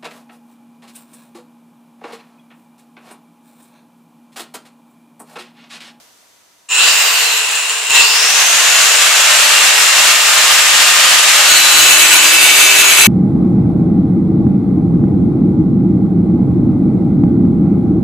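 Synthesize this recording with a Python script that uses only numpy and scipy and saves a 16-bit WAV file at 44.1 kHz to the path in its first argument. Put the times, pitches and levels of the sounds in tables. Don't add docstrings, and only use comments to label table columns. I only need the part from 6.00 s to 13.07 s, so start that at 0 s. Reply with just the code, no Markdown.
import sys
import numpy as np
from scipy import signal
from scipy.fft import rfft, irfft, next_fast_len
from scipy.io import wavfile
from scipy.ndimage import uniform_filter1d

SR = 44100
rng = np.random.default_rng(int(sys.argv[2]) if len(sys.argv) > 2 else 0)


def field_ratio(decibels):
    return 10 ** (np.asarray(decibels, dtype=float) / 20)


def wrap_up_sound(samples):
    columns = np.atleast_2d(samples).T
    tamed = np.clip(columns, -1, 1)
    steps = np.round(tamed * 32767).astype(np.int16)
    wavfile.write(sys.argv[1], SR, steps)


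N = 311787
T = np.arange(N) / SR

# [f/Hz, level/dB per Hz]
HALL_COLOUR = [(18, -47), (30, -22), (284, -5.5), (431, -8), (727, -3), (873, -7), (944, -5), (2180, -8.5),
               (6360, -8), (15400, -17)]
# [f/Hz, level/dB]
LAMP = [(958.2, -70), (2040, -74), (3601, -73), (4560, -83), (5879, -72), (6002, -72), (6121, -72),
        (6239, -73), (6481, -72), (7321, -73), (8166, -80), (8640, -82)]
# [f/Hz, likeness 0-1]
LIKENESS = [(60, 0.03), (150, 0.4), (380, 0.96), (950, 0.76), (2380, 0.24), (5980, 0.1), (15000, 0.031)]
# [f/Hz, t60/s]
HALL_DECAY = [(200, .7), (2000, .5), (8000, .3), (16000, .16)]
# [t/s, aim/turns per s, time constant/s]
STAGES = [
    (.695, 443, .1),
    (1.0, 0, 1.45),
    (1.89, 510, .21),
    (2.2, 611, .39),
    (5.4, 606, .3),
]
# [start t/s, rise/s, end t/s, first level/dB, last level/dB]
SURGES = [
    (.696, 0.0056, 0.889, -14, -9.5),
    (1.895, 0.053, 2.017, -6, -8.5),
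]
# [t/s, peak level/dB]
SLAPS = [(1.325, -4), (1.3774, -5), (1.5364, -13), (1.554, 1.5), (1.5885, -2), (1.696, 3.5), (1.755, -12),
         (1.7984, -6), (1.8164, -18), (1.83, -9), (1.84, -17), (1.8694, 2), (1.899, -1), (1.9065, 1.5)]
# [f/Hz, width/Hz, level/dB]
HOUSING = [(449, 64, -23), (975, 660, -16), (2727, 374, 2.5), (3890, 850, -6), (5320, 560, -15.5),
           (7160, 810, -3.5), (8150, 680, -8.5), (13700, 900, -28)]
# [f/Hz, level/dB per Hz]
RATTLE_BODY = [(88, -75), (150, -50), (427, -10.5), (2220, 6), (2750, -32), (4830, -2.5), (8150, 6.5),
               (10700, -114), (15400, 2.5)]
# [f/Hz, level/dB per Hz]
ROAR = [(88, -58), (150, -38.5), (427, -25), (462, -21.5), (606, -14), (1000, -10.5), (1220, -8),
        (1630, -5.5), (2920, -4.5), (4920, -8), (7250, -8.5), (11800, -18), (15400, -23.5)]
# [multiple of its rotation, level/dB]
SHAFT_ORDERS = [(2, -31), (3, -33), (4, -33), (9, -37), (10, -36), (12, -35)]
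# [t/s, level/dB]
BITE = [
    (5.2, -28),
    (5.44, -16),
    (5.66, -25),
    (5.81, -18),
    (6.12, -19),
    (6.6, -16),
    (7.07, -14.5),
]
DISC_HZ = [1476, 2267, 2350, 2622, 2755, 2956, 3013, 3321, 3646, 3931, 4022, 4352, 4754, 6251, 6739, 7720,
           8053, 8292, 8975, 9320, 10072, 10131, 10256, 10622, 11350, 11924, 11998, 12498, 14110, 14700]
# [width/Hz, level at first touch/dB, level in a deep groove/dB]
DISC_MODES = [(22, -22.5, -32.5), (18, -28, -29), (20, -34, -31), (11, -22, -25), (20, -41, -44),
              (20, -20, -36), (20, -29, -27.5), (20, -38, -44), (10, -24, -36), (24, -18.5, -39),
              (40, -17, -26), (24, -22, -34), (10, -32, -33), (18, -24, -27.5), (19.9, -20, -26.5),
              (17.9, -23, -24.5), (40, -17.5, -30), (40, -34, -30), (70, -28, -28), (50, -38, -39),
              (40, -27.5, -27), (30, -33, -35), (30, -30, -31), (45, -36, -30), (50, -26, -42),
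              (30, -28, -28.5), (28, -25, -34), (50, -28, -30), (120, -35, -39), (260, -31, -32)]
# [f/Hz, level/dB per Hz]
GRIND = [(88, -64), (150, -36), (320, -18), (436, -18), (618, -17.5), (2020, -7.5), (2590, -0.5),
         (5020, -18.5), (6580, -11.5), (12300, -17.5), (13500, -23), (15400, -27)]
# [multiple of its rotation, level/dB]
SPINDLE_ORDERS = [(2, -45), (2.5, -42), (4, -47), (6, -47)]
# [start t/s, end t/s, f/Hz, level/dB]
SQUEALS = [(5.85, 7.1, 2622, -24), (5.58, 6.06, 3931, -22), (6.3, 6.86, 3647, -21), (6.2, 6.76, 4755, -23),
           (5.54, 7.1, 6739, -24.5), (5.54, 7.1, 7720, -28), (6.1, 7.1, 2267, -26), (5.5, 7.1, 11998, -33),
           (5.7, 7.1, 10256, -36)]
# [f/Hz, level/dB]
TREBLE_DROOP = [(14600, 0), (15100, -5), (15800, -12)]

FAN_BLADES, PINION_TEETH, GEAR_RATIO = 35, 12, 3.755
SWITCH_S, RELEASE_S, RESTART_S = .684, 1.0, 1.89
CREEP, FULL = 30, 610
TAKE_UP_DB = -22


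def evened(x):
    return x / np.sqrt(np.mean(x ** 2) + 1e-20)


def read(points, hz):
    f, value = np.transpose(points)
    return np.interp(np.log(hz + 1), np.log(f + 1), value)


def coloured(x, spectrum):
    size = next_fast_len(N)
    gain = field_ratio(read(spectrum, np.fft.rfftfreq(size, 1 / SR)))
    return evened(irfft(rfft(x, size) * gain, size)[..., :N])


def slow(per_s, size=N):
    steps = rng.standard_normal(size // 64 + 2)
    span = max(int(SR / 64 / per_s), 1)
    drift = evened(uniform_filter1d(uniform_filter1d(steps, span), span))
    return np.interp(np.arange(size) / 64, np.arange(len(steps)), drift)


def tone(phase_turns, db):
    return field_ratio(db) * np.sqrt(2) * np.sin(2 * np.pi * (phase_turns + rng.random()))


def orders(turns, table):
    return sum(tone(k * turns, db + 2.5 * slow(2.8)) for k, db in table)


def ring(x, hz, width):
    r = np.exp(-np.pi * abs(width) / SR)
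    return evened(signal.lfilter([1, 0, -1], [1, -2 * r * np.cos(2 * np.pi * hz / SR), r * r], x))


def gliding_band(x, hz, width):
    turn = np.exp(2j * np.pi * np.cumsum(hz * np.ones(N)) / SR)
    r = np.exp(-np.pi * abs(width) / SR)
    for _ in range(2):
        x = evened((turn * signal.lfilter([1 - r], [1, -r], x / turn)).real)
    return x


def diffuse():
    size = next_fast_len(N)
    a, b = rfft(rng.standard_normal((2, size)))
    same = np.clip(read(LIKENESS, np.fft.rfftfreq(size, 1 / SR)), 0, 1)
    return irfft(np.array([a, same * a + np.sqrt(1 - same ** 2) * b]), size)[:, :N]


def hall_floor():
    a, b = rng.standard_normal((2, N))
    wash = coloured(np.array([a + 0.11 * b, 0.13 * a + b]), HALL_COLOUR)
    wash_db = np.maximum(-49 - 6 * T, -55) + 4 * np.exp(-T / .05)
    return wash * field_ratio(wash_db) + sum(tone(hz * T, db) for hz, db in LAMP)


def switched_on():
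    return np.clip((T - SWITCH_S) / 0.0059, 0, 1) ** 2


def motor_speed():
    speed = np.full(N, float(CREEP))
    for s, aim, tau in STAGES:
        at = round(s * SR)
        speed[at:] = aim + (speed[at] - aim) * np.exp(-(T[at:] - s) / tau)
    return speed


def states():
    coasting = uniform_filter1d(1. * (T > RELEASE_S - .06) * (T < RESTART_S), 900)
    cutting = np.clip((T - 5.45) / 1.04, 0, 1)
    return coasting, cutting


def surge():
    gain, fade_s = np.zeros(N), 0.028
    for s, rise, end, first_db, last_db in SURGES:
        times = np.cumsum([s - .001, .001, rise, end - s - rise, fade_s, fade_s])
        gain += field_ratio(np.interp(T, times, [-60, TAKE_UP_DB, first_db, last_db, TAKE_UP_DB, -60]))
    return gain


def rattle():
    coasting, cutting = states()
    driven_db = np.where(T < SURGES[0][0], TAKE_UP_DB, -17 + 1 * cutting)
    loose_db = -14 - 8.5 * (T - RELEASE_S)
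    return np.hypot(field_ratio(driven_db + coasting * (loose_db - driven_db)), surge())


def knocks(per_s, spread_db):
    hit = rng.random(N) < per_s / SR
    size = rng.exponential(1, N)
    sign = rng.choice([-1., 1.], N)
    return evened(hit * sign * field_ratio(spread_db * np.minimum(size, 5)))


def gears():
    teeth = knocks(3000, spread_db=3.5) * field_ratio(0.82 * slow(25))
    for s, db in SLAPS:
        teeth[round(s * SR)] += field_ratio(db + 32)
    rings = sum(field_ratio(db) * ring(ring(teeth, hz, width), hz, width) for hz, width, db in HOUSING)
    body = field_ratio(2.5) * coloured(teeth, RATTLE_BODY)
    return field_ratio(-5) * rattle() * (rings + body) * switched_on()


def fan_roar(air, speed):
    _, cutting = states()
    steady = field_ratio(-16.5 + 33.5 * np.log10(speed / FULL) - 3.5 * cutting)
    pushed = field_ratio(-15) * surge() * speed / 300
    return field_ratio(8.0) * np.hypot(steady, pushed) * coloured(air, ROAR)


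def tooth_mesh(air, speed):
    coasting, cutting = states()
    mesh_hz = PINION_TEETH * speed
    pull_db = 5.5 * np.clip((FULL - speed) / 30, 0, 1) - 0.8 * np.maximum(290 - speed, 0)
    slack_db = -0.5 * np.maximum(330 - speed, 0)
    mesh_db = (1 - coasting) * (-21 + pull_db - 20 * cutting) + coasting * (-25.5 + slack_db)
    broad = field_ratio(mesh_db) * gliding_band(diffuse(), mesh_hz, 1260)
    ridge = coasting * field_ratio(-29 + slack_db) * gliding_band(air, mesh_hz, 530)
    return broad + ridge


def blade_whine(air, speed):
    whine_hz = FAN_BLADES * speed
    whine_db = -21.5 + 35 * np.log10(speed / FULL) - 14 * np.clip(surge() / .3, 0, 1)
    return field_ratio(whine_db) * gliding_band(air, whine_hz, 330) * (whine_hz < 17000)


def shaft_tones(speed, turns):
    grip_db = 11 * np.exp(-((speed - 582) / 16) ** 2)
    tones = orders(turns, SHAFT_ORDERS) * (speed / FULL) ** 18
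    tones = tones + field_ratio(grip_db) * orders(turns, [(1, -42)]) * (speed / FULL) ** 8
    eased = 1 - 0.32 * np.clip((T - 5.7) / .2, 0, 1)
    return field_ratio(1.0) * tones * eased


def motor(speed, turns):
    air = diffuse() * field_ratio(.6 * slow(15) + .8 * slow(60))
    noises = fan_roar(air, speed) + tooth_mesh(air, speed) + blade_whine(air, speed)
    return (noises + shaft_tones(speed, turns)) * switched_on()


def cut(turns):
    bite_db = np.interp(T, *np.transpose(BITE))
    spindle = turns / GEAR_RATIO
    wobble = 1 + 0.6 * np.cos(2 * np.pi * spindle) + 0.31 * np.cos(np.pi * spindle)
    wobble = wobble * field_ratio(2.15 * slow(25))
    start = round(BITE[0][0] * SR)
    grit = (diffuse() * wobble)[:, start:]
    depth = np.clip((T[start:] - 5.5) / 0.79, 0, 1)
    rings = np.zeros((2, N))
    for k, (hz, (width, first_db, deep_db)) in enumerate(zip(DISC_HZ, DISC_MODES)):
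        wander_db = 1.9 * slow(0.78, size=N - start)
        mode_db = first_db + (deep_db - first_db) * depth + wander_db
        rings[:, start:] += (-1) ** k * field_ratio(mode_db) * ring(grit, hz, width)
    grind = field_ratio(-15.5) * coloured(diffuse() * wobble, GRIND)
    touch = np.clip((T - 5.42) / 0.14, 0, 1) * field_ratio(bite_db + 21.5)
    return touch * (field_ratio(0.36) * rings + grind + orders(spindle, SPINDLE_ORDERS))


def squeals():
    out, jitter = np.zeros((2, N)), .7
    for s, end, hz, db in SQUEALS:
        held = np.clip(np.minimum(T - s, end - T) / .06, 0, 1) * field_ratio(db + 2.5 * slow(7.9))
        phase = 2 * np.pi * hz * T + jitter * slow(14)
        out += held * np.sqrt(2) * np.sin([phase, phase + jitter * slow(4.1)])
    return out


def hall_tails(count, size):
    hz, t, z = signal.stft(rng.standard_normal((count, 2, size)), SR, nperseg=256)
    same = np.clip(read(LIKENESS, hz), 0, 1)[:, None]
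    t60 = read(HALL_DECAY, hz)[:, None]
    z = np.stack([z[:, 0], same * z[:, 0] + np.sqrt(1 - same ** 2) * z[:, 1]], axis=1)
    tails = signal.istft(z * field_ratio(-60 * t / t60) / np.sqrt(t60), SR, nperseg=256)[1][..., :size]
    return tails * (np.arange(size) > 200) / np.linalg.norm(tails[0, 0])


def hall(x, direct_db):
    hop, size = 12000, 20000
    count = N // hop + 2
    tails = hall_tails(count, size)
    padded, out = np.pad(x, (hop, 2 * hop)), np.zeros((2, N + 3 * hop + size))
    fade = np.sin(np.pi * np.arange(2 * hop) / (2 * hop))
    for k in range(count - 1):
        at = k * hop
        stretch = padded[at:at + 2 * hop] * fade
        out[:, at:at + 2 * hop + size - 1] += signal.fftconvolve(stretch[None], tails[k], axes=1)
    return out[:, hop:hop + N] + field_ratio(direct_db) * x


def scene():
    speed = motor_speed()
    turns = np.cumsum(speed) / SR
    spread = motor(speed, turns) + cut(turns)
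    tool = hall(gears() + .55 * spread[0], direct_db=-7) + .8 * spread
    balance = field_ratio([[-.1], [.1]])
    return tool * balance + hall_floor() + squeals()


def top_cut(x):
    return signal.sosfilt(signal.butter(12, 15600, fs=SR, output="sos"), x)


def record(dry):
    squashed = dry / (1 + abs(dry / 1.01) ** 4.4) ** 0.19
    droop = field_ratio(read(TREBLE_DROOP, np.linspace(0, SR / 2, 257)))
    taps = np.roll(irfft(droop), 256) * np.hanning(512)
    return top_cut(signal.oaconvolve(squashed, taps[None], "same"))


dry = scene()
out = record(dry)
wrap_up_sound(out)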